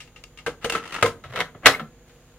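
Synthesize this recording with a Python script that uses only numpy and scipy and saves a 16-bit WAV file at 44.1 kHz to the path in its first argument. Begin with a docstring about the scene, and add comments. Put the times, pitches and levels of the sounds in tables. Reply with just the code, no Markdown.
"""Faint mains hum and hiss come first, with small ticks of fingers on a plastic cassette shell.
The shell is fed into the open door of a tape deck in a small room: it ticks against the guides, scrapes
down and drops home. The door rattles as a finger pushes it and latches with a loud clack.
Blows are decaying noise bands plus damped modes; rubbing is noise gated by a stream of tiny clicks."""
import sys
import numpy as np
from scipy import signal
from scipy.fft import rfft, irfft, next_fast_len
from scipy.io import wavfile

SR = 44100
rng = np.random.default_rng(int(sys.argv[2]) if len(sys.argv) > 2 else 0)


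def generate_wav(signal):
    """Clip the signal to [-1, 1] and save it as 16-bit WAV at the path in sys.argv[1]."""
    frames = np.transpose(np.atleast_2d(signal))
    scaled = np.clip(frames, -1, 1) * 32767
    pcm = np.round(scaled).astype(np.int16)
    wavfile.write(sys.argv[1], SR, pcm)


N = 105266
TAIL = int(.6 * SR)  # longest decay kept, in samples
BANDS = 31.25 * 2 ** (np.arange(19) / 2)  # half-octave band centres in Hz

# Likeness of the left and right channels. Each row: frequency in Hz, correlation.
LIKENESS = [(100, .99), (600, .975), (1400, .965), (2600, .55), (4000, -.25), (6000, -.35), (9000, -.15)]
# Blows of the cassette against the holder. Each row: start in seconds, level in dB, bass shelf in dB,
# treble shelf in dB, ring T60 in seconds, attack in seconds, note of the spot struck in Hz,
# level of that note in dB re the blow, boom of the well in dB re the blow.
CASSETTE_HITS = [ (0.4628, -22, 7, -8.5, 0.12, 0.0012, 1551, -3, 2),
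                 (0.6429, -22.5, 10.5, -2, .085, 0.0039, 2930, -5, -1),
                 (0.6974, -21.5, -0.5, 0.5, 0.047, .0003, 2732, -1, -30),
                 (0.7215, -28.5, 11, 5.5, .035, 0.0015, 2660, 2.5, -33),
                 (0.7505, -20, 8, -14.5, 0.082, 0.00071, 1310, -2.5, -27),
                 (1.0257, -9, 5, -8, 0.055, 0.00027, 1243, -5.5, -7),
                 (1.049, -24.5, 15.5, -20, 0.095, 0.0012, 2108, 5.5, -15),
                 (1.058, -26.5, 1.5, 0, 0.13, 0.0012, 1040, 5.5, -5.5)]
# Blows of the door and its latch. Each row: the same nine columns and units as for the cassette.
DOOR_HITS = [ (1.2377, -41.5, -1, 1.5, 0.17, 0.0011, 1317, 3, -21),
             (1.334, -40, 8, 0, .07, 0.0029, 2150, -6, 7.5),
             (1.3581, -26.5, -6.5, 2, 0.061, 0.00084, 1342, 0.5, -15),
             (1.3721, -30.5, -2, -7, 0.22, 0.0014, 1307, 2, 3),
             (1.402, -22, -8, 6.5, 0.038, 0.0028, 2120, -5, -19),
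             (1.4094, -25, -1, -6, 0.039, 0.0022, 683, -1.5, -7),
             (1.547, -46, 17.5, -19, 0.1, 0.0015, 1310, -4.5, -6),
             (1.6583, -4, -8.5, 7, 0.063, 0.0001, 1935, 1, -13),
             (1.6672, -10.5, 4, 16, 0.017, .0005, 2210, -10, -16.5),
             (1.683, -15.5, 6, -10, 0.032, 0.00094, 513, 0.5, -12),
             (1.7958, -31.5, 2, -6.5, 0.09, 0.00048, 1335, 6.5, -4.5),
             (2.0953, -56.5, -17, 7, 0.11, 0.00096, 2176, -21, -13)]


def undb(db):
    """Logarithmic level: decibels to amplitude gain."""
    return 10 ** (np.asarray(db) / 20)


def at(table, hz, column=1):
    """Spectral interpolation: read a column of a table on a log-frequency axis."""
    table = np.array(table, float)
    return np.interp(np.log(hz), np.log(table[:, 0]), table[:, column])


def unit(x):
    """Power normalisation: scale to an rms of 1."""
    return x / np.sqrt(np.mean(x ** 2))


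def pan(db):
    """Interchannel level difference: left and right gains, left minus right in dB."""
    return undb(np.array([[db], [-db]]) / 2)


def add(out, start, x):
    """Superposition: mix a sound in at a time in seconds."""
    i = max(int(start * SR), 0)
    out[..., i:i + x.shape[-1]] += x[..., :N - i]


def fade(t, t60):
    """Exponential decay: the level falls by 60 dB in t60 seconds."""
    return np.exp(-np.log(1000) * np.maximum(t, 0) / t60)


def spread(pair, hz):
    """Interchannel coherence: sum and difference of unrelated noises set the likeness of left and right."""
    # Each row: frequency in Hz, left minus right in dB.
    balance = [(200, -1.85), (700, -0.8), (1400, 0.9), (5000, 0.15), (10000, -0.5)]
    correlation = np.clip(at(LIKENESS, hz), -.995, .995)
    common = np.sqrt(1 + correlation) * pair[0]
    opposed = np.sqrt(1 - correlation) * pair[1] * np.array([[1], [-1]])
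    return unit(common + opposed) * pan(at(balance, hz))


def band_noise(size):
    """Band filtering: half-octave stereo noises, each with the channel likeness of its frequency."""
    n = next_fast_len(size)
    octave = np.log2(np.maximum(np.arange(n // 2 + 1) * SR / n, 1))
    white = rfft(rng.standard_normal((2, n)))
    bands = []
    for hz in BANDS:
        triangle = np.clip(1 - 2 * abs(octave - np.log2(hz)), 0, 1)
        pair = irfft(white * triangle, n)[:, :size]
        bands.append(spread(pair, hz))
    return np.array(bands)


def ring(modes):
    """Modal vibration: damped sines, each with a random excitation and phase for every blow."""
    scatter_db = 1.5
    t, out = np.arange(TAIL) / SR, 0
    draws = rng.uniform(-1.04, 1, (len(modes), 2))
    for (hz, db, t60), (size, turn) in zip(modes, draws):
        # a phase angle between the channels gives their correlation at this frequency
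        apart = np.arccos(np.clip(at(LIKENESS, hz), -1, 1)) * np.array([[.5], [-.5]])
        tone = np.sin(2 * np.pi * (hz * t + turn) + apart)
        out = out + undb(db + scatter_db * size) * fade(t, t60) * tone
    return np.sqrt(2) * out


def blows(hits, colour, modes):
    """Impact excitation: a crack of short noise bands, a few modes and the note of the spot struck."""
    bass_hz, treble_hz, ring_slope = 440, 2780, 0.025  # shelf corners; lows ring slightly longer
    hold_s, rise_cycles, spot_t60_s = 0.0021, 0.99, .06
    out, t, noise = np.zeros((2, N)), np.arange(TAIL) / SR, band_noise(N + TAIL)
    hz, short = BANDS[:, None], t[:TAIL // 3]
    rise = 1 - np.exp(-short * np.minimum(hz, treble_hz) / rise_cycles)
    band_stretch = (treble_hz / hz) ** ring_slope
    bass_shelf = 1 / (1 + (BANDS / bass_hz) ** 2)
    treble_shelf = 1 / (1 + (treble_hz / BANDS) ** 2)
    for start, db, bass_db, treble_db, t60, attack_s, spot_hz, spot_db, *_ in hits:
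        i = max(int(start * SR), 0)
        contact = np.minimum(t / max(attack_s, 1 / SR), 1)
        decay = fade(short - hold_s - attack_s / 2, t60 * band_stretch)
        env = contact[:len(short)] * rise * decay
        crack = noise[:, :, i:i + len(short)] * env[:, None]
        # random noise varies in energy; even it out so that each band gets its due
        even = np.sqrt((env ** 2).sum(1) / (crack ** 2).mean(1).sum(1))
        shelves = bass_db * bass_shelf + treble_db * treble_shelf
        gains = even * undb(db + at(colour, BANDS) + shelves)
        add(out, start, np.tensordot(gains, crack, 1))
        notes = ring([*modes, (spot_hz, spot_db, spot_t60_s)])
        add(out, start, undb(db) * notes * contact * (1 - np.exp(-t * treble_hz)))
    return out


def slide(curve, colour):
    """Stick-slip friction: coloured noise follows a stream of tiny clicks and a level curve."""
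    grains_per_s, grain_spread_db, grain_t60_s = 520, 3, .018
    sizes = undb(grain_spread_db * rng.standard_normal(N))
    catches = (rng.random(N) < grains_per_s / SR) * sizes
    # the energies of overlapping clicks add
    energy = signal.lfilter([1], [1, -fade(1 / SR, grain_t60_s) ** 2], catches ** 2 + 1e-18)
    grains = np.sqrt(energy)
    times, db = np.array(curve).T
    # silent outside the curve
    pressure = undb(np.interp(np.arange(N) / SR, times, db, left=-np.inf, right=-np.inf))
    noise = np.tensordot(undb(at(colour, BANDS)), band_noise(N), 1)
    return noise * unit(grains) * pressure


def body(x, resonances):
    """Resonant filtering: peaks and dips of the plastic part lift or thin its clatter."""
    for hz, width, db in resonances:
        peak = signal.lfilter(*signal.iirpeak(hz, hz / width, fs=SR), x)
        x = x + (undb(db) - 1) * peak
    return x


def background():
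    """Stationary noise and periodic hum: broad room air, mains tones and two narrow noise bands."""
    # Steady noise. Each row: frequency in Hz, level in dB per half octave.
    floor = [(30, -68), (60, -72), (140, -65.5), (300, -74.5), (550, -67.5), (900, -72), (1500, -71),
             (2400, -72), (3500, -70), (5000, -76.5), (9000, -76), (15000, -75)]
    # Mains hum. Each row: frequency in Hz, level in dB.
    hum = [(49.5, -59.5), (100, -68.5), (149.5, -63.5), (250, -64.5), (350, -68.5)]
    # A narrow wavering low band and a thin high hiss. Each row: frequency in Hz, width in Hz, level in dB.
    narrow_bands = [(483, 21, -63), (6720, 290, -67.5)]
    t, freq = np.arange(N) / SR, np.arange(N // 2 + 1) * SR / N
    out = np.tensordot(undb(at(floor, BANDS)), band_noise(N), 1)
    for hz, db in hum:
        out = out + np.sqrt(2) * undb(db) * np.sin(2 * np.pi * (hz * t + rng.random()))
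    for hz, width, db in narrow_bands:
        shape = np.exp(-.5 * ((freq - hz) / width) ** 2)
        pair = irfft(rfft(rng.standard_normal((2, N))) * shape, N)
        out = out + undb(db) * spread(pair, hz)
    return out


def room(x):
    """Reverberation: convolution with decaying noise bands, as from a small furnished room."""
    # Each row: frequency in Hz, level in dB, T60 in seconds.
    reflections = [(60, -4.5, 0.53), (160, -5, 0.49), (440, -9.5, 0.3), (1313, -12.5, 0.24),
                   (2800, -14, 0.22), (6013, -7, 0.16), (15050, -12.5, 0.31)]
    delay_s, build_s = 0.0051, 0.0025
    t, response = np.arange(TAIL) / SR, 0
    build = np.clip((t - delay_s) / build_s, 0, 1)
    for hz, noise in zip(BANDS, band_noise(TAIL)):
        tail = noise * build * fade(t, at(reflections, hz, column=2))
        bandwidth_gain = np.sqrt(hz / 2 / SR / TAIL)
        response = response + unit(tail) * undb(at(reflections, hz)) * bandwidth_gain
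    return signal.fftconvolve(x, response, axes=1)[:, :N]


def cabinet():
    """Cavity and panel resonance: the hollow well booms just after each blow; the case thuds dully."""
    # Boom of the well. Each row: frequency in Hz, level in dB re the boom, T60 in seconds.
    well_modes = [(484, 2.5, .072), (520, -4, .05)]
    # Dull bumps of the case. Each row: start in seconds, level in dB, pitch in Hz.
    bumps = [(1.026, -21, 104.4), (1.248, -42, 140), (1.253, -36.5, 91.5), (1.296, -34.5, 125),
             (1.659, -19.5, 274.6), (1.66, -26.5, 112.5), (1.816, -34, 158.5), (1.812, -32.5, 223)]
    well_delay_s, well_rise_s, bump_t60_s = .016, .002, 0.18
    out, t = np.zeros((2, N)), np.arange(TAIL) / SR
    for start, db, *_, boom_db in CASSETTE_HITS + DOOR_HITS:
        boom = ring(well_modes) * (1 - np.exp(-t / well_rise_s))
        add(out, start + well_delay_s, undb(db + boom_db) * boom)
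    for start, db, hz in bumps:
        thud = ring([(hz, 0, bump_t60_s)]) * (1 - np.exp(-t * hz))
        add(out, start, undb(db) * thud)
    return out


def rustle():
    """Light friction: a faint rustle as the hand moves away."""
    # Each row: time in seconds, level in dB.
    curve = [(2.02, -78), (2.07, -64.5), (2.39, -66.5)]
    # Each row: frequency in Hz, level in dB per half octave.
    colour = [(700, -14.5), (3400, -8), (6000, -13.5)]
    return slide(curve, colour)


def handling():
    """Soft impacts on a held shell: fingers shift on the plastic and excite its modes."""
    # Each row: start in seconds, level in dB, bass shelf in dB, treble shelf in dB, ring T60 in seconds.
    touches = [ (.003, -38.5, -12, 2.5, 0.15), (0.075, -52, 13.5, -5, 0.076),
               (0.161, -43.5, -2, -3.5, 0.18), (0.2377, -42.5, 13, 13.5, 0.018),
               (.374, -44.5, 4, 5.5, 0.045), (0.3865, -38.5, -6, -6.5, 0.14)]
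    # One finger touch: attack in seconds, note in Hz, level of that note in dB re the touch.
    finger = (0.00034, 2750, -1)
    # Colour of the crack. Each row: frequency in Hz, level in dB per half octave.
    colour = [(100, -17), (500, -21.5), (900, -22), (1300, -23.5), (2000, -11.5), (2800, -8), (4300, -13),
              (7000, -14), (15000, -33.5)]
    # Each row: frequency in Hz, level in dB re the touch, T60 in seconds.
    modes = [(1246, -8.5, 0.076), (2160, -10.5, 0.097)]
    hits = [(*touch, *finger) for touch in touches]
    return blows(hits, colour, modes) * pan(3.5)


def scrape():
    """Friction-driven resonance: the shell slides down the guides, ringing faintly, and snags."""
    # Sliding friction. Each row: time in seconds, level in dB.
    curve = [(.612, -59), (.622, -45), (.715, -47), (.742, -27), (.78, -36), (.815, -52), (.841, -44.5),
             (.91, -42), (.955, -36), (1.0, -42.5), (1.022, -32), (1.04, -65)]
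    # Colour of the friction. Each row: frequency in Hz, level in dB per half octave.
    colour = [(50, -52), (130, -19), (600, -13.5), (1300, -9), (2800, -8.5), (4500, -15.5), (8000, -21.5),
              (15000, -33)]
    # Resonances excited by the rubbing. Each row: frequency in Hz, width in Hz, gain in dB.
    resonances = [(1270, 53, 6.5), (1917, 110, 6.5), (2730, 190, 6)]
    # Snags on the way down. Each row: start in seconds, level in dB, treble shelf in dB, note in Hz.
    snags = [(0.854, -38.5, 1, 2760), (.875, -44, 11, 1970), (0.923, -35.5, 8.5, 1253),
             (.942, -35, 10.5, 2050), (0.9482, -36.5, -5, 1210), (0.9621, -30, -2, 1317),
             (0.9844, -28.5, -18, 1350)]
    t60_s, attack_s, note_db = 0.048, 0.00045, -8.5
    hits = [(start, db, 0, treble_db, t60_s, attack_s, hz, note_db) for start, db, treble_db, hz in snags]
    return body(slide(curve, colour) + blows(hits, colour, []), resonances)


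def cassette():
    """Impact and friction of a thin shell: it strikes the holder, scrapes down and drops home."""
    # Colour of a blow. Each row: frequency in Hz, level in dB per half octave.
    colour = [(50, -28.5), (130, -26.5), (300, -22), (550, -11.5), (900, -16), (1350, -12), (2000, -8.5),
              (2900, -7), (4300, -12.5), (6500, -14), (9000, -16.5), (15000, -23)]
    # Each row: frequency in Hz, level in dB re the blow, T60 in seconds.
    modes = [(465.7, -14, 0.21), (696, -15.5, 0.056), (1010, -20, 0.082), (1040, -21, .12),
             (1188, -25, 0.047), (1305.6, -10, 0.07), (1571, -7.5, 0.055), (2076, -7.5, 0.042),
             (3890, -15, 0.036), (4300, -25, 0.041)]
    # Broad resonances and dips of the plastic. Each row: frequency in Hz, width in Hz, gain in dB.
    resonances = [(1360, 91, 4), (1760, 180, -1.5), (2388, 150, -3), (6550, 300, 4), (9030, 590, 5.5)]
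    clatter = blows(CASSETTE_HITS, colour, modes) + scrape()
    return body(clatter, resonances) * pan(1.5)


def latch():
    """Friction and modal ringing: the latch rides up its ramp and its tongue chatters."""
    # Rub up the ramp. Each row: time in seconds, level in dB.
    curve = [(1.615, -61), (1.632, -45), (1.645, -35), (1.657, -22.5), (1.665, -58.5)]
    # Colour of the rub. Each row: frequency in Hz, level in dB per half octave.
    colour = [(100, -25), (1000, -7), (2000, -9.5), (2900, -15.5), (4500, -30), (15000, -52.5)]
    # Chatter before and after the tongue catches. Each row: start in seconds, level in dB.
    chatter = [(1.6425, -29), (1.7395, -24.5), (1.7465, -21)]
    # Each row: frequency in Hz, level in dB re the chatter, T60 in seconds.
    modes = [(1800, -8.5, 0.034), (2110, -0.5, 0.033), (2190, -5, .03), (2780, -14.5, .02)]
    rise_s = 0.00059
    out, t = slide(curve, colour), np.arange(TAIL) / SR
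    for start, db in chatter:
        add(out, start, undb(db) * ring(modes) * (1 - np.exp(-t / rise_s)))
    return out


def door():
    """Impact and friction of a hinged panel: the door rubs and rattles inward, then latches."""
    # Colour of a blow and of the rub. Each row: frequency in Hz, level in dB per half octave.
    colour = [(50, -28), (130, -14.5), (300, -18.5), (600, -5), (900, -7), (1350, -5), (2000, -5.5),
              (3200, -9.5), (4800, -14), (7000, -26), (10000, -23), (15000, -32)]
    # Each row: frequency in Hz, level in dB re the blow, T60 in seconds.
    modes = [(437, -24, .16), (730, -19, .14), (790, -18, .13), (1310, -22, .13), (1476, -24, .15),
             (1626, -24, .14), (1806, -20, .15), (1969, -18, .13), (2164, -17, .13), (3146, -14, .1),
             (3344, -14, .08), (489, -40, 1.1), (1690, -46, .8)]
    # Rub as the door swings in. Each row: time in seconds, level in dB.
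    hinge_rub = [(1.295, -58.5), (1.312, -46), (1.35, -44.5), (1.395, -31.5), (1.415, -35.5), (1.44, -59.5)]
    # Broad resonances and dips of the plastic. Each row: frequency in Hz, width in Hz, gain in dB.
    resonances = [(885, 180, -13.5), (2380, 97, -13), (3840, 200, 4), (4722, 460, -4.5), (9020, 2700, 0.5)]
    clatter = blows(DOOR_HITS, colour, modes) + slide(hinge_rub, colour) + latch()
    return body(clatter, resonances) * pan(1.04)


def scene():
    """Superposition: direct clatter and its reverberation over the cabinet and the background."""
    clatter = handling() + cassette() + door() + rustle()
    return clatter + room(clatter) + cabinet() + background()


def record(dry):
    """Soft saturation and low-pass filtering: the recorder rounds the loudest peaks and cuts the top."""
    top_hz = 15800
    rounded = dry / (1 + dry ** 4) ** (1 / 4)
    lowpass = signal.ellip(8, .2, 60, top_hz, fs=SR, output="sos")
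    return signal.sosfilt(lowpass, rounded)


dry = scene()
out = record(dry)
generate_wav(out)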